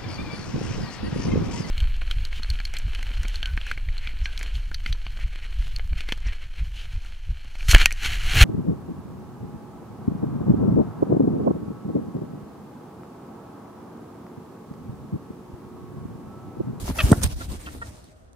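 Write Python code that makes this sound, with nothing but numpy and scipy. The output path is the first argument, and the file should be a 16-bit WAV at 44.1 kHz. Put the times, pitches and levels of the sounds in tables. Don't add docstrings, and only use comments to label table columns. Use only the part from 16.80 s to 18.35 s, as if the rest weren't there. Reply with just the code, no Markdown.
import sys
import numpy as np
from scipy import signal
from scipy.fft import rfft, irfft, next_fast_len
from scipy.io import wavfile
from scipy.ndimage import uniform_filter1d, map_coordinates

SR = 44100
rng = np.random.default_rng(int(sys.argv[2]) if len(sys.argv) > 2 else 0)


def level_to_linear(level):
    exponent = np.asarray(level, float) / 20
    return 10 ** exponent


def inscribe(sig):
    pcm = np.round(np.clip(np.atleast_2d(sig).T, -1, 1) * 32767)
    wavfile.write(sys.argv[1], SR, pcm.astype(np.int16))


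N = 68355


def unit_rms(x):
    return x / np.sqrt(np.mean(x ** 2))


def table(points, hz):
    p = np.array(points, float)
    return np.interp(np.log(hz + 1), np.log(p[:, 0]), p[:, 1])


def colour(x, gain):
    size = next_fast_len(N + 16384)
    hz = np.fft.rfftfreq(size, 1 / SR)
    return irfft(rfft(x, size) * gain(hz), size)[..., :N]


def resonance(hz, centre_hz, width_hz):
    return 1 / (1 + 1j * (hz - centre_hz ** 2 / (hz + 1e-9)) / width_hz)


def walk(rate_hz):
    k = int(SR / rate_hz)
    steps = np.repeat(rng.standard_normal(N // k + 1), k)
    smooth = uniform_filter1d(uniform_filter1d(steps, k), k)
    return unit_rms(smooth[:N])


# hz, side_minus_mid_db
PORT_DIFFERENCE = [(60, -9.5), (300, -4), (1500, -3.5), (3000, -4), (16000, 0)]


def pair(spectrum, grain=1., wide_db=0.):
    mid, side = rng.standard_normal((2, N)) * grain
    mid = colour(mid, lambda f: level_to_linear(table(spectrum, f)))
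    side = colour(side, lambda f: level_to_linear(table(spectrum, f) + table(PORT_DIFFERENCE, f) + wide_db))
    return np.array([mid + side, mid - side]) / mid.std()


# hz, density_db [dB per Hz]
YARD_SPECTRUM = [(90, -38.5), (150, -16), (750, -23.5), (900, -32), (1400, -31), (2300, -43.5),
                 (9000, -52.5), (15000, -67.5)]


def yard():
    return level_to_linear(-61 + 0.59 * walk(2.2)) * pair(YARD_SPECTRUM, wide_db=6.0)


# time_s, level_db
AIR_LEVEL = [(0, -38.5), (0.042, -26), (0.072, -46), (0.097, -23.5), (.17, -43), (.21, -32.5), (.29, -25.5),
             (.40, -33.5), (.475, -21.5), (.51, -36), (.6, -38), (0.699, -30), (.75, -38.5), (.85, -45),
             (.99, -39.5), (1.091, -45), (1.3, -53), (1.55, -53.5)]
# hz, density_db [dB per Hz]
AIR_RUMBLE = [(12, -44.5), (20, -1.5), (52, 2), (70, 6), (119, -5.5), (200, -17), (260, -18), (440, -120)]


def air(t):
    time_s, level_db = np.array(AIR_LEVEL).T
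    db = np.interp(t, time_s, level_db)
    return level_to_linear(db + 1.2 * walk(25)) * pair(AIR_RUMBLE, wide_db=-3.5)


def patchy(x, t):
    out = 0
    for hz in 500 * 2. ** np.arange(0, 5.1, .5):
        octaves_off = lambda f: np.abs(np.log2(np.clip(f, 500, 16000) / hz))
        band = colour(x, lambda f: np.clip(1 - 2 * octaves_off(f), 0, 1))
        dull_db = -6.5 * (t - 0.7665) * (hz > 10000)
        out = out + band * level_to_linear(2.2 * walk(30.01) + dull_db)
    return out


# centre_s, hiss_level_db, length_s, flutter_level_db
WING_STROKES = [(0.061, -46.5, 0.16, -42), (0.094, -43, 0.069, -42), (0.224, -38.5, 0.14, -36.5),
                (0.3, -41.5, 0.092, -36), (0.349, -44, 0.13, -33), (0.442, -36, 0.047, -34),
                (0.516, -46.5, 0.065, -44.5), (0.618, -44.5, 0.1, -46), (0.723, -46, 0.087, -40.5),
                (0.831, -47.5, 0.12, -45.5), (0.942, -48.5, 0.099, -46.5), (1.063, -51, 0.13, -48.5),
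                (1.167, -53, 0.083, -52), (1.228, -59, 0.17, -57), (1.371, -69, 0.23, -72)]
# hz, density_db [dB per Hz]
BARB_HISS = [(300, -33.5), (500, -1.5), (1600, -11), (2500, -12), (6000, -13.5), (10000, -17.5),
             (14000, -23.5), (16000, -17.5)]
# hz, density_db [dB per Hz]
VANE_FLUTTER = [(71, -36), (120, 0), (296, 1), (421, -8), (780, -26.5), (900, -26), (1170, -25),
                (1980, -120)]


def wings(t):
    hiss_power, flutter_power = np.zeros(N), np.zeros(N)
    for centre_s, hiss_db, length_s, flutter_db in WING_STROKES:
        swell = np.cos(np.pi * np.clip((t - centre_s) / (1.45 * length_s), -.5, .5)) ** 2
        hiss_power += swell * level_to_linear(2 * hiss_db)
        flutter_power += swell * level_to_linear(2 * flutter_db)
    barbs = level_to_linear(2 * walk(2500))
    hiss = patchy(pair(BARB_HISS, barbs, wide_db=2.5), t)
    flutter = pair(VANE_FLUTTER, wide_db=-3.5)
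    return (np.sqrt(hiss_power) * level_to_linear(1.5 * walk(50.2)) * hiss
            + np.sqrt(flutter_power) * level_to_linear(3.75 * walk(44.75)) * flutter)


def bursts(t, rows, spectrum, ragged_db):
    rise_s, tone_db, tone_width = 0.00034, 6.5, 0.12
    out, noise = 0, level_to_linear(ragged_db * walk(1500)) * pair(spectrum, wide_db=-1.5)
    for start_s, peak_db, ring_s, tone_hz in rows:
        age = np.maximum(t - start_s, 0)
        shape = level_to_linear(peak_db) * (1 - np.exp(-age / rise_s)) * np.exp(-age / ring_s)
        tone = lambda f: 1 + level_to_linear(tone_db) * resonance(f, tone_hz, tone_width * tone_hz)
        out = out + colour(shape * noise, tone)
    return out


# start_s, peak_db, ring_s, tone_hz
WING_KNOCKS = [(.055, -37, .003, 800), (0.079, -32, 0.0042, 1000), (.099, -34, .004, 900),
               (.108, -33, 0.004, 1300), (.158, -38, .005, 900), (.171, -36, .003, 1300),
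               (0.28, -37, 0.0049, 500), (0.31, -35, 0.0096, 400), (0.3213, -18.5, .003, 1050),
               (0.3278, -15, 0.0023, 1400), (0.3281, -18, 0.0037, 700), (0.428, -41.5, 0.0028, 900),
               (0.4376, -26.5, 0.0031, 1050), (0.7194, -46, 0.0075, 1000), (0.948, -45, 0.009, 500)]
# hz, density_db [dB per Hz]
KNOCK_SPECTRUM = [(150, -23.5), (400, -5.5), (900, -9.5), (1900, -19.5), (3000, -44)]


def knocks(t):
    return bursts(t, WING_KNOCKS, KNOCK_SPECTRUM, ragged_db=-1.5)


# start_s, peak_db, first_pitch_hz, slowing_s, right_port_lag_s
AIR_EDDIES = [(.091, -22, 260, .03, .0003), (.103, -22, 300, .02, .0003),
              (0.235, -4.5, 105.4, 0.021, .0015), (0.307, -33, 329, 0.0092, -0.035),
              (0.3157, -0.5, 618.4, 0.002216, .0003), (0.3303, -18, 333, 0.028, .0003),
              (0.372, -17.5, 124.4, 0.03, .0004), (0.4393, -12.5, 197.6, 0.0093, .0035),
              (0.526, -20.5, 68.3, 0.053, -0.0047), (0.557, -20, 68, 0.073, -0.0044),
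              (0.679, -29.5, 132, .02, -0.00072), (0.6969, -31.5, 107, 0.08, 0.0032),
              (0.77, -30.5, 95, 0.021, 0.0019), (0.956, -34, 84.4, 0.034, .0002),
              (1.082, -32.5, 119, 0.028, .0003), (1.436, -41.5, 75.8, 0.068, .0002)]


def eddies(t):
    out = 0
    for start_s, peak_db, pitch_hz, slowing_s, lag_s in AIR_EDDIES:
        age = np.maximum(t - start_s - np.array([[0], [lag_s]]), 0)
        turns = pitch_hz * slowing_s * np.log1p(age / slowing_s)
        last_turn = 2.1 * (pitch_hz / 260) ** .33
        rise = 1 - np.exp(-(turns / 0.48) ** 2)
        shape = rise / (1 + np.exp((turns - last_turn) / .25))
        out = out + level_to_linear(peak_db) * shape * np.sin(2 * np.pi * turns)
    return out * level_to_linear(1.72 * walk(500))


# start_s, length_s, level_db, pitch_hz, roughness [0-1]
HEN_CLUCKS = [
    (0.184, 0.011, -19, 657.6, .38),
    (0.1985, 0.0135, -19, 585, .7),
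    (0.21, 0.01, -37, 599, 0.7),
    (0.604, 0.018, -31, 684, 0.68),
    (0.857, 0.014, -49, 397, .4),
    (0.865, 0.025, -32.5, 348.8, 0.65),
    (1.014, 0.016, -25, 468, 0.5),
]
BEAK_TREBLE = [8, 10.5, 11.5, -18, 18.5, -7, -15]
CLUCK_SWELL = [.9, .15, .13, .13, 0.22, .13, 0.11]
# centre_hz, width_hz, level_db
THROAT_RESONANCES = [(620, 170, -5.5), (1404, 720, -1.5), (1824, 81, -4), (2634, 250, -2), (3020, 410, -9),
                     (4144, 470, -19.5)]


def clucks(t):
    sag, jitter, breathiness, limp = 0.008, 0.07, 0.81, .6
    out, shake, breath = 0, walk(400), rng.standard_normal(N)
    for (start_s, length_s, level_db, pitch_hz, rough), treble_db, rise in zip(
            HEN_CLUCKS, BEAK_TREBLE, CLUCK_SWELL):
        u = (t - start_s) / length_s
        pitch = pitch_hz * (1 - sag * np.clip(u, 0, 1)) * (1 + jitter * rough * shake)
        phase = 2 * np.pi * np.cumsum(pitch) / SR
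        harmonics = range(1, int(5900 / pitch_hz) + 1)
        buzz = unit_rms(sum(np.cos(k * phase) for k in harmonics))
        buzz = buzz * (1 - rough / 2) * (1 + limp * rough * np.cos(phase / 2))
        buzz = buzz + breathiness * rough * breath * (1 + np.cos(phase))
        swell = np.clip(0.46 + 0.63 * u / rise, 0, 1)
        gate = np.clip(u / 0.2, 0, 1) * swell * np.clip((1.15 - u) / 0.26, 0, 1)
        beak = lambda f: level_to_linear(treble_db * np.clip((f - 1900) / 600, 0, 1))
        throat = lambda f: sum(level_to_linear(db) * resonance(f, centre_hz, width_hz) ** 2
                               for centre_hz, width_hz, db in THROAT_RESONANCES)
        out = out + level_to_linear(level_db) * colour(gate * buzz, lambda f: beak(f) * throat(f)) * 2
    return out


# start_s, peak_db, ring_s, tone_hz
FEATHER_CLAPS = [(0.247, -41, 0.0045, 9800), (0.3146, -36, .002, 8200), (0.3180, -21, 0.0018, 8100),
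                 (0.3164, -31, 0.0014, 6060), (0.3203, -25.5, 0.001, 3500), (0.369, -44, 0.0023, 6000),
                 (0.4258, -38, 0.0046, 6500), (0.4273, -38, 0.0017, 5000), (0.4310, -29, 0.0032, 6560),
                 (0.4328, -24, .0012, 6340), (.4340, -27, .0015, 3700), (.4352, -20.5, .0015, 6500),
                 (0.4392, -22.5, 0.0015, 8450), (0.4403, -25, 0.0018, 2070), (0.4412, -35.5, 0.0015, 8500),
                 (0.447, -35.5, 0.0015, 6500), (0.452, -39, 0.0017, 5000), (0.462, -49, 0.0033, 5000),
                 (0.473, -41, 0.004, 5000), (0.633, -51, 0.0018, 3500), (0.717, -48, 0.013, 4500),
                 (1.052, -67, 0.0028, 5000), (1.241, -57.5, 0.0049, 4500), (1.40, -70, 0.0022, 6070),
                 (1.457, -71, 0.0022, 6020), (1.49, -70.5, 0.00095, 6060), (1.515, -75, 0.0019, 5980),
                 (1.531, -57, 0.0015, 6060)]
# hz, density_db [dB per Hz]
CLAP_SPECTRUM = [(600, -34), (2000, -10), (2800, -16), (3550, -8), (4600, -11.5), (6400, -11.5),
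                 (8000, -19), (16000, -17)]


def claps(t):
    crack = bursts(t, FEATHER_CLAPS, CLAP_SPECTRUM, ragged_db=1.8)
    bright = colour(crack[1], lambda f: level_to_linear(10) * np.exp(-((f - 9780) / 1980) ** 4))
    return crack + bright * np.array([[0], [1]])


def echo(x):
    echo_db, t60_s = -15, 0.096
    tail = rng.standard_normal((2, 9000)) * level_to_linear(-60 * np.arange(9000) / SR / t60_s)
    tail /= np.sqrt(np.sum(tail ** 2, axis=1, keepdims=True))
    return signal.fftconvolve(x, tail, axes=1)[:, :N] * level_to_linear(echo_db)


# time_s, left_port_lag_s
HEN_BEARING = [(0, -.00013), (.17, -.00013), (.19, .00004), (.35, .00002), (.5, .00025), (1.55, .00025)]


def bearing(x, t):
    time_s, lag_s = np.array(HEN_BEARING).T
    lag = np.interp(t, time_s, lag_s)
    left = map_coordinates(x[0], [(t - lag) * SR], order=5, mode="mirror")
    return np.array([left, x[1]])


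# start_s, length_s, pitch_hz, level_db
FAR_COOS = [
    (1.064, 0.16, 627, -57.5),
    (1.285, 0.1, 620, -57),
    (1.388, 0.077, 650, -62.5),
]


def coos(t):
    waver = np.cumsum(1 + 0.014 * walk(30.78)) / SR
    out = 0
    for start_s, length_s, pitch_hz, level_db in FAR_COOS:
        swell = np.sin(np.pi * np.clip((t - start_s) / length_s, 0, 1)) ** .5
        out = out + level_to_linear(level_db) * swell * np.sin(2 * np.pi * pitch_hz * waver)
    return out


def scene():
    t = np.arange(N) / SR
    hen = knocks(t) + clucks(t) + claps(t)
    hen = bearing(hen + wings(t) + echo(hen), t)
    return yard() + air(t) + hen + eddies(t) + coos(t)


def above(f, hz):
    return np.clip((f - hz) / 120 + .5, 0, 1)


def roll_off(x):
    return signal.sosfilt(signal.butter(12, 16620, fs=SR, output="sos"), x)


def record(dry):
    port_hz, port_width_hz, port_db, port_from_s = 8070, 820, 8, 0.26
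    dip_hz, dip_width_hz, alike_top_hz, top_hz, bass_hz = 11850, 480, 14450, 15750, 44
    opposed_db, alike_db = -16, -7.5

    def ring(f):
        bell = np.exp(-((f - port_hz) / port_width_hz) ** 2)
        return (level_to_linear(port_db) - 1) * np.clip((f - port_hz) / 200 + .5, 0, 1) * bell

    on_right = np.clip((np.arange(N) / SR - port_from_s) / 0.016, 0, 1)
    right = dry[1] + colour(dry[1] * on_right, ring)
    opposed = lambda f: 1 - above(np.abs(f - dip_hz), dip_width_hz) + above(f, alike_top_hz)
    alike = lambda f: (f > dip_hz) * (1 - opposed(f))
    mid = colour(dry[0] + right, lambda f: level_to_linear(opposed_db * opposed(f) - alike_db / 3 * alike(f)) / 2)
    side = colour(dry[0] - right, lambda f: level_to_linear(2.4 * opposed(f) + alike_db * alike(f)) / 2)
    bass_cut = lambda f: f ** 2 / np.sqrt(f ** 4 + bass_hz ** 4)
    x = colour(np.array([mid + side, mid - side]), lambda f: (1 - above(f, top_hz)) * bass_cut(f))
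    return roll_off(np.tanh(x))


dry = scene()
out = record(dry)
inscribe(out)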